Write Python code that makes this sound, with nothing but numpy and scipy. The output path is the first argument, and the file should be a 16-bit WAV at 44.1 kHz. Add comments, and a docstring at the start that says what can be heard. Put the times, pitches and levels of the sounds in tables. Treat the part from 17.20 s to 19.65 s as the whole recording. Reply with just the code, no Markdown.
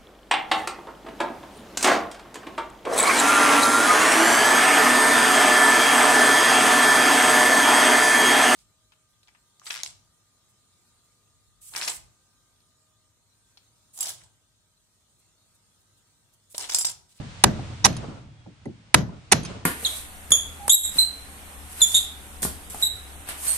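"""Workshop, wooden bench: a hammer drives a steel punch into a clamped metal plate. Four hard blows, two chattering,
are sums of swelling plate, punch and hammer modes plus a noise crack; bench and room answer as dying noise.
Light taps between are ticks, knocks and thuds. Loose rattling, rumble and hiss are level-shaped noise;
a faint whistle is a wavering sine. Peaks clip softly."""
import sys
import numpy as np
from scipy import signal
from scipy.fft import rfft, irfft, next_fast_len
from scipy.io import wavfile
from scipy.ndimage import uniform_filter1d, map_coordinates

SR = 44100
rng = np.random.default_rng(int(sys.argv[2]) if len(sys.argv) > 2 else 0)


def linear_from_db(decibels):
    """Turn decibels (scalar or array-like) into linear amplitude factors; 0 gives 1."""
    return 10 ** (np.asarray(decibels, float) / 20)


def transcribe(signal):
    """Save signal, clipped to [-1, 1], as a 16-bit WAV file at the path in sys.argv[1]."""
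    frames = np.atleast_2d(signal).T
    limited = np.clip(frames, -1, 1)
    pcm = np.round(limited * 32767).astype(np.int16)
    wavfile.write(sys.argv[1], SR, pcm)


N = 108045


def unit(x):
    """Scale to rms 1."""
    return x / np.sqrt(np.mean(x ** 2) + 1e-20)


def along(points, hz):
    """Interpolate (Hz, value) points on a log frequency axis."""
    f, v = np.transpose(points)
    return np.interp(np.log(hz + 1), np.log(f + 1), v)


def curve(rows):
    """Interpolate (s, value) rows, one value per sample."""
    s, v = np.transpose(rows)
    return np.interp(np.arange(N) / SR, s, v)


def filtered(x, response):
    """Multiply the spectrum of x by response(Hz)."""
    n = x.shape[-1]
    m = next_fast_len(n + 4096)
    return irfft(rfft(x, m) * response(np.fft.rfftfreq(m, 1 / SR)), m)[..., :n]


def noise(spectrum, alike, size):
    """Coloured stereo noise of rms 1; alike sets the left-right correlation by frequency."""
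    def mid_side_gain(hz):
        angle = np.arccos(np.clip(along(alike, hz), -1, 1)) / 2
        return linear_from_db(along(spectrum, hz)) * [np.cos(angle), np.sin(angle)]

    mid, side = filtered(rng.standard_normal((2, size)), mid_side_gain)
    return unit(np.array([mid + side, mid - side]))


def wobble(rate_hz, size):
    """Smooth random curve through rate_hz random knots a second."""
    knots = rng.standard_normal(int(size * rate_hz / SR) + 4)
    return map_coordinates(knots, [np.arange(size) * rate_hz / SR])


def swell(t, peak_s):
    """Envelope that rises to 1 at peak_s, then collapses."""
    u = t / peak_s
    return (u * np.exp(1 - u)) ** 2.53


def add(out, x, s):
    """Mix x into out at time s, trimmed to fit."""
    i = round(s * SR)
    start = max(i, 0)
    x = x[..., max(-i, 0):][..., :N - start]
    out[..., start:start + x.shape[-1]] += x


# left over right of hits: f/Hz, level/dB
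HIT_LR = [(60, -0.5), (150, -7), (380, 2), (950, 0), (2380, -4), (5980, -7.5), (15000, -1)]
# phase by which left leads: f/Hz, lead/rad
HIT_LEAD = [(300, 0.29), (780, 0.18), (1000, 2), (2000, 1.7), (3000, 0.47), (3800, 1.5), (5750, 1.1),
            (6500, 0.26), (8200, 1.27), (9350, 1.84)]


def tone(t, hz, blur_hz):
    """Stereo mode as a sine of random start phase; blur_hz sets a random phase walk that widens its line."""
    steps = uniform_filter1d(rng.standard_normal(len(t)), size=40)
    walk = np.cumsum(steps) * np.sqrt(2 * np.pi * blur_hz / SR)
    side = np.array([[.5], [-.5]])
    phase = 2 * np.pi * (hz * t + rng.random()) + walk + side * along(HIT_LEAD, hz)
    return linear_from_db(side * along(HIT_LR, hz)) * np.sin(phase)


# left-right correlation of tails and rattling: f/Hz, correlation
TAIL_ALIKE = [(40, 0.34), (120, 0.82), (300, .6), (950, 0.057), (3770, 0.25), (15000, .05)]


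def dying(spectrum, t60, rise_s):
    """One second of stereo noise, each frequency decaying at its own T60."""
    top_hz = 12300
    hz, t, z = signal.stft(noise(spectrum, TAIL_ALIKE, size=SR), SR, nperseg=512)
    decay = linear_from_db(-60 * t / np.maximum(along(t60, hz), .01)[:, None])
    x = signal.istft(z * (hz < top_hz)[:, None] * decay, SR, nperseg=512)[1][:, :SR]
    return x * (1 - np.exp(-np.arange(SR) / SR / rise_s))


# plate modes: f/Hz, level/dB, looser (1) or not (0)
PLATE = [(375, -10, 0), (770, -4, 0), (980, 0, 0), (1340, -11, 1), (1530, -10, 1), (1975, -3, 0),
         (2280, -8, 1), (2550, -4, 1), (2900, -6, 1), (3520, -5, 1), (3810, -3, 0), (4050, -9, 1),
         (4270, -5, 1), (4590, -7, 1), (4870, -8, 0)]
# centres of knock, low, middle and high mode groups: f/Hz
GROUP_HZ = [770, 980, 2000, 3900]


def plate_modes(t, long, group_db, loose_db):
    """Plate modes swell and collapse; higher modes peak sooner, levels vary by 1 dB."""
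    peak_s_1khz, slope = 0.0026, 0.055  # peak time at length factor 1
    group = list(zip(GROUP_HZ, group_db))
    out = 0
    for hz, level_db, loose in PLATE:
        level_db = level_db + along(group, hz) + loose * loose_db + rng.normal()
        peak_s = long * peak_s_1khz * (1000 / hz) ** slope
        out = out + linear_from_db(level_db) * swell(t, peak_s) * tone(t, hz, 0)
    return out


def tool_ring(t, long, modes):
    """Steel modes of a tool swell and collapse together."""
    return swell(t, long * 0.0016) * sum(linear_from_db(level_db) * tone(t, hz, 0) for hz, level_db in modes)


# punch modes: f/Hz, level/dB
PUNCH = [(5750, 0), (6500, -4), (7100, -9)]


def punch_ring(t, long, loose_db):
    """Punch modes; those above the first follow half the dB of the looser plate modes."""
    return tool_ring(t, long, PUNCH[:1]) + linear_from_db(loose_db / 2) * tool_ring(t, long, PUNCH[1:])


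# hammer modes: f/Hz, level/dB
HAMMER = [(8200, -8.5), (9350, 0.8)]


def hammer_ring(t, long):
    """High modes of the hammer."""
    return tool_ring(t, long, HAMMER)


# crack spectrum: f/Hz, level/dB
CRACK = [(180, -35.5), (300, -23.5), (985, -1), (3240, -9.5), (6370, -9), (7800, -3.5), (9170, -17.5),
         (11000, -15.5), (13000, -29), (15600, -42.5)]


def crack_burst(t, long):
    """Swelling noise burst, spread left to right by level and delay."""
    left_lag_s = .00007
    mono = noise(CRACK, [(1000, 0.94)], size=len(t))[0] * swell(t, long * 0.0028)

    def left_right(hz):
        half = linear_from_db(along(HIT_LR, hz) / 2) * np.exp(-1j * np.pi * hz * left_lag_s)
        return np.array([half, 1 / half])

    return filtered(mono, left_right)


# steel ringing on: f/Hz, level/dB, T60/s
AFTER_RING = [(1950, -8, 0.25), (4050, -3, 0.3), (5820, 2, 0.12), (6420, -3, 0.1), (7390, -12, 0.066),
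              (9400, -4, 0.07), (11300, -17, 0.1)]


def steel_after_ring(t):
    """Blurred steel modes decay exponentially; levels vary by 5.5 dB."""
    return sum(linear_from_db(level_db + 5.5 * rng.normal() - 60 * t / t60_s) * tone(t, hz, 170)
               for hz, level_db, t60_s in AFTER_RING)


# bench spectrum: f/Hz, level/dB
BENCH = [(18, -51), (30, -18.5), (168, 0.5), (215, -3.5), (545, -14.5), (616, -9), (845, -20.5),
         (1120, -22.5), (1220, -24), (2000, -25), (2600, -54), (4400, -120)]
# bench decay: f/Hz, T60/s
BENCH_T60 = [(50, .9), (150, 0.46), (400, 0.31), (1500, 0.33)]


def bench_boom():
    """The pushed bench booms: low-heavy dying noise."""
    return dying(BENCH, BENCH_T60, rise_s=0.00067)


# room clatter spectrum: f/Hz, level/dB
ROOM = [(240, -29.5), (400, -5), (621, -8), (701, -12), (867, -6.5), (4960, -16), (5950, -13.5),
        (11400, -19), (15000, -95)]
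# room decay: f/Hz, T60/s
ROOM_T60 = [(300, 0.33), (1500, 0.2), (3000, 0.26), (6000, 0.28), (9500, 0.06), (11500, 0.24)]


def room_clatter():
    """Clatter in the room: lumpy dying noise."""
    return linear_from_db(1.5 * wobble(70, size=SR)) * dying(ROOM, ROOM_T60, rise_s=0.0053)


# contacts of hammer, punch and plate: t/s, length factor, plate knock, low, middle, high modes level/dB,
# looser modes level/dB, punch, hammer, crack, bench, room clatter, steel ringing on level/dB
CONTACTS = [(0.2376, 1.18, -4, -4.5, -8, -5, 0, -8.5, -1, -2.5, -16.5, -28.5, -53.5),
            (0.6415, 2.8, -21.5, -12.5, -18.5, -12, -12, -18, -37.5, -19.5, -31, -36, -55.5),
            (0.6464, 1.8, -17, -8, -11.5, -7.5, -9.5, -2.5, -31, -21.5, -21, -32.5, -39),
            (0.654, 1.3, -19, -14, -22, -21, -9.5, -19.5, -9.5, -10.5, -31.5, -33.5, -47),
            (0.662, 1.2, -20.5, -24, -25.5, -21.5, -1.5, -21.5, -27.5, -16.5, -32.5, -30, -47.5),
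            (1.7421, 1.19, -6, -3.5, 0.5, -9, -1, -19.5, -2, -2.5, -17, -26, -44.5),
            (2.115, 1.8, -21, -26.5, -16, -24.5, 0, -23.5, -40, -21, -37.5, -39.5, -53),
            (2.12, 1.4, -7.5, -24, -16, -22.5, 2.5, -9.5, -2, -11, -23, -30, -47),
            (2.1253, 0.95, -10, -20, -13, -22, 4, -13.5, -21.5, -17.5, -25.5, -28.5, -46),
            (2.129, 1.1, -17.5, -19, -21, -24, 4.5, -15.5, -21.5, -15.5, -38, -26.5, -44.5)]


def blows():
    """Each contact excites plate, punch, hammer, crack, bench and room."""
    out, t = np.zeros((2, N)), np.arange(SR // 4) / SR
    for row in CONTACTS:
        s, long, *group_db = row[:6]
        loose_db, punch_db, hammer_db, crack_db, bench_db, room_db, after_db = row[6:]
        hit = plate_modes(t, long, group_db, loose_db)
        hit = hit + linear_from_db(punch_db) * punch_ring(t, long, loose_db)
        hit = hit + linear_from_db(hammer_db) * hammer_ring(t, long)
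        hit = hit + linear_from_db(crack_db) * crack_burst(t, long)
        hit = hit + linear_from_db(after_db) * steel_after_ring(t)
        add(out, hit, s)
        add(out, linear_from_db(bench_db) * bench_boom() + linear_from_db(room_db) * room_clatter(), s)
    add(out, linear_from_db(-19.5) * bench_boom(), -0.086)  # a blow just before the start still booms
    return out


# tick spectrum: f/Hz, level/dB
TAP_TICK = [(590, -50), (1000, 1), (4160, -19), (5620, -21), (6270, -13), (9560, -14.5), (11000, -28),
            (14300, -103), (22000, -120)]
# steel modes of a tap: f/Hz, level/dB
TAP_MODES = [(1970, -8), (2550, -5), (3210, -4), (3800, -5), (4250, -2), (4570, -3), (5220, -13),
             (6260, 1.5), (6970, -10), (9380, 4)]


def steel_tick(t, ring_db):
    """Grainy noise tick plus steel modes that ring briefly."""
    grain = linear_from_db(-3 + 4 * wobble(700, size=len(t)))
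    grit = grain * noise(TAP_TICK, [(1000, 0.25)], size=len(t)) * swell(t, 0.0016)
    ring = sum(linear_from_db(level_db + 2.6 * rng.normal()) * tone(t, hz, 0) for hz, level_db in TAP_MODES) / 2
    ring_t60_s, ring_rise_s = .04, .0008
    ring = ring * linear_from_db(-60 * t / ring_t60_s) * (1 - np.exp(-t / ring_rise_s))
    return grit + linear_from_db(ring_db) * ring


def tap_knock(t, hz):
    """One blurred mode that swells and collapses."""
    return tone(t, hz, 60) * swell(t, .004)


# thud spectrum: f/Hz, level/dB
TAP_BODY = [(59, -35), (100, -2), (311, 1.5), (814, -10.5), (943, -24), (998, -58), (1040, -30.5),
            (1500, -38.5), (1950, -80), (3300, -120)]
# thud decay: f/Hz, T60/s
TAP_T60 = [(150, 0.68), (400, 0.19), (1000, 0.1)]


def bench_thud():
    """Wooden dying noise that holds, then drops a further 8 dB."""
    hold_s, drop_db = .075, -8
    t = np.arange(SR) / SR
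    hold = linear_from_db(drop_db * (1 - np.exp(-(t / hold_s) ** 4)))
    return hold * dying(TAP_BODY, TAP_T60, rise_s=0.0069)


# light taps and rattles: t/s, tick level/dB, thud level/dB, knock f/Hz, knock level/dB, ring over tick level/dB
TAPS = [(0.391, -73, -35, 764, -31, 0), (0.727, -35, -61, 2500, -46, -8), (0.766, -36.5, -63, 5180, -42, 3),
        (0.882, -71, -39, 151.4, -29.5, 0), (1.26, -73, -40, 795, -46.5, -6),
        (1.4548, -45, -29, 780, -38, -7), (1.455, -70, -48, 1970, -44, -9), (1.89, -55, -46, 900, -41, -16),
        (2.232, -41, -44.5, 6370, -48, 3), (2.249, -34.5, -52, 6200, -34.5, 3),
        (2.2535, -36.5, -62, 4200, -49, 1), (2.257, -42, -62, 5190, -38, 5.5)]


def taps():
    """Each tap is a steel tick, a pitched knock and a bench thud."""
    out, t = np.zeros((2, N)), np.arange(SR // 10) / SR
    for s, tick_db, body_db, hz, knock_db, ring_db in TAPS:
        add(out, linear_from_db(tick_db) * steel_tick(t, ring_db) + linear_from_db(knock_db) * tap_knock(t, hz), s)
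        add(out, linear_from_db(body_db) * bench_thud(), s)
    return out


# loose rattling of clamps and bench: t/s, level/dB
RATTLE_LEVEL = [(0.0, -59), (0.28, -70), (0.37, -42), (0.5, -45.5), (0.7, -65.5), (0.8, -37.5), (0.85, -38),
                (0.97, -45.5), (1.03, -54.5), (1.24, -74), (1.77, -71.5), (1.93, -49.5), (2.16, -67),
                (2.29, -37.5), (2.45, -47.5)]
# rattling spectrum: f/Hz, level/dB
RATTLE = [(120, -27), (200, 1), (291, -6), (688, -9.5), (843, -14.5), (1440, -15), (1650, -31),
          (3000, -33.5), (3900, -60.5), (6600, -120)]


def rattling():
    """Loose clamps and bench: unevenly modulated noise."""
    lumps = linear_from_db(3.5 * wobble(45, size=N))
    return linear_from_db(curve(RATTLE_LEVEL)) * unit(lumps * noise(RATTLE, TAIL_ALIKE, size=N))


# left-right correlation of rumble and hiss: f/Hz, correlation
ALIKE = [(40, 0.4), (120, 1), (300, 1), (950, 0.082), (3770, 0.066), (15000, .05)]
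# rumble: t/s, level/dB
RUMBLE_LEVEL = [(0.0, -61), (0.33, -33), (0.48, -36), (0.8, -42), (1.09, -44.5), (1.25, -54), (1.55, -57),
                (1.77, -56.5), (1.92, -50.5), (2.14, -49), (2.35, -40), (2.45, -47)]
# rumble spectrum: f/Hz, level/dB
RUMBLE = [(15, -50), (25, -19), (114, 0.5), (156, -11), (267, -23), (311, -16.5), (343, -30), (500, -38),
          (650, -63), (1100, -120)]


def rumble():
    """Lumpy low noise."""
    lumps = linear_from_db(1.5 * wobble(23, size=N))
    return linear_from_db(curve(RUMBLE_LEVEL)) * unit(lumps * noise(RUMBLE, ALIKE, size=N))


# hiss: t/s, level/dB
HISS_LEVEL = [(0.0, -49), (0.38, -46), (0.67, -49.5), (0.78, -46), (0.97, -54), (1.08, -61.5), (1.3, -61.5),
              (1.68, -60), (2.16, -56), (2.27, -42), (2.45, -54)]
# hiss spectrum: f/Hz, level/dB
HISS = [(240, -41), (400, -9), (909, -5), (1150, -7), (2940, -8), (3330, -9), (3520, -9), (9160, -20),
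        (10500, -44.5), (13600, -89.5), (22000, -120)]


def hiss():
    """Broad noise on a slow level curve."""
    return linear_from_db(curve(HISS_LEVEL)) * noise(HISS, ALIKE, size=N)


# faint whistle: t/s, f/Hz, level/dB
WHISTLE = [(0, 3300, -84.5), (0.4, 3420, -80.5), (0.43, 3400, -60), (0.47, 3350, -61), (0.49, 3300, -82),
           (0.52, 3290, -61), (0.545, 3270, -62), (0.565, 3270, -78), (0.59, 3270, -63),
           (0.659, 3280, -84.5), (1.05, 3400, -84.5), (1.1, 3360, -72.5), (1.25, 3310, -73.5),
           (1.4, 3230, -81.5), (2.45, 3270, -88.5)]


def whistle():
    """Thin sine that wavers in pitch and level, coming and going."""
    s, hz, db = np.transpose(WHISTLE)
    t = np.arange(N) / SR
    pitch_hz = np.interp(t, s, hz) + 25 * wobble(60, size=N)
    level_db = np.interp(t, s, db) + 2.5 * wobble(40, size=N)
    return linear_from_db(level_db) * np.sin(2 * np.pi * np.cumsum(pitch_hz) / SR)


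def scene():
    """Sum of all sources."""
    return blows() + taps() + rattling() + rumble() + hiss() + whistle()


def roll_off(x):
    """The treble ends steeply here."""
    return signal.sosfilt(signal.butter(12, 15700, fs=SR, output="sos"), x)


def record(dry):
    """Peaks clip softly towards 1, then the top treble rolls off."""
    treble_top_hz = 15000
    clipped = dry / (1 + np.abs(dry) ** 6) ** (1 / 6)
    dulled = filtered(clipped, lambda hz: 1 / (1 + (hz / treble_top_hz) ** 12))
    return roll_off(dulled)


dry = scene()
out = record(dry)
transcribe(out)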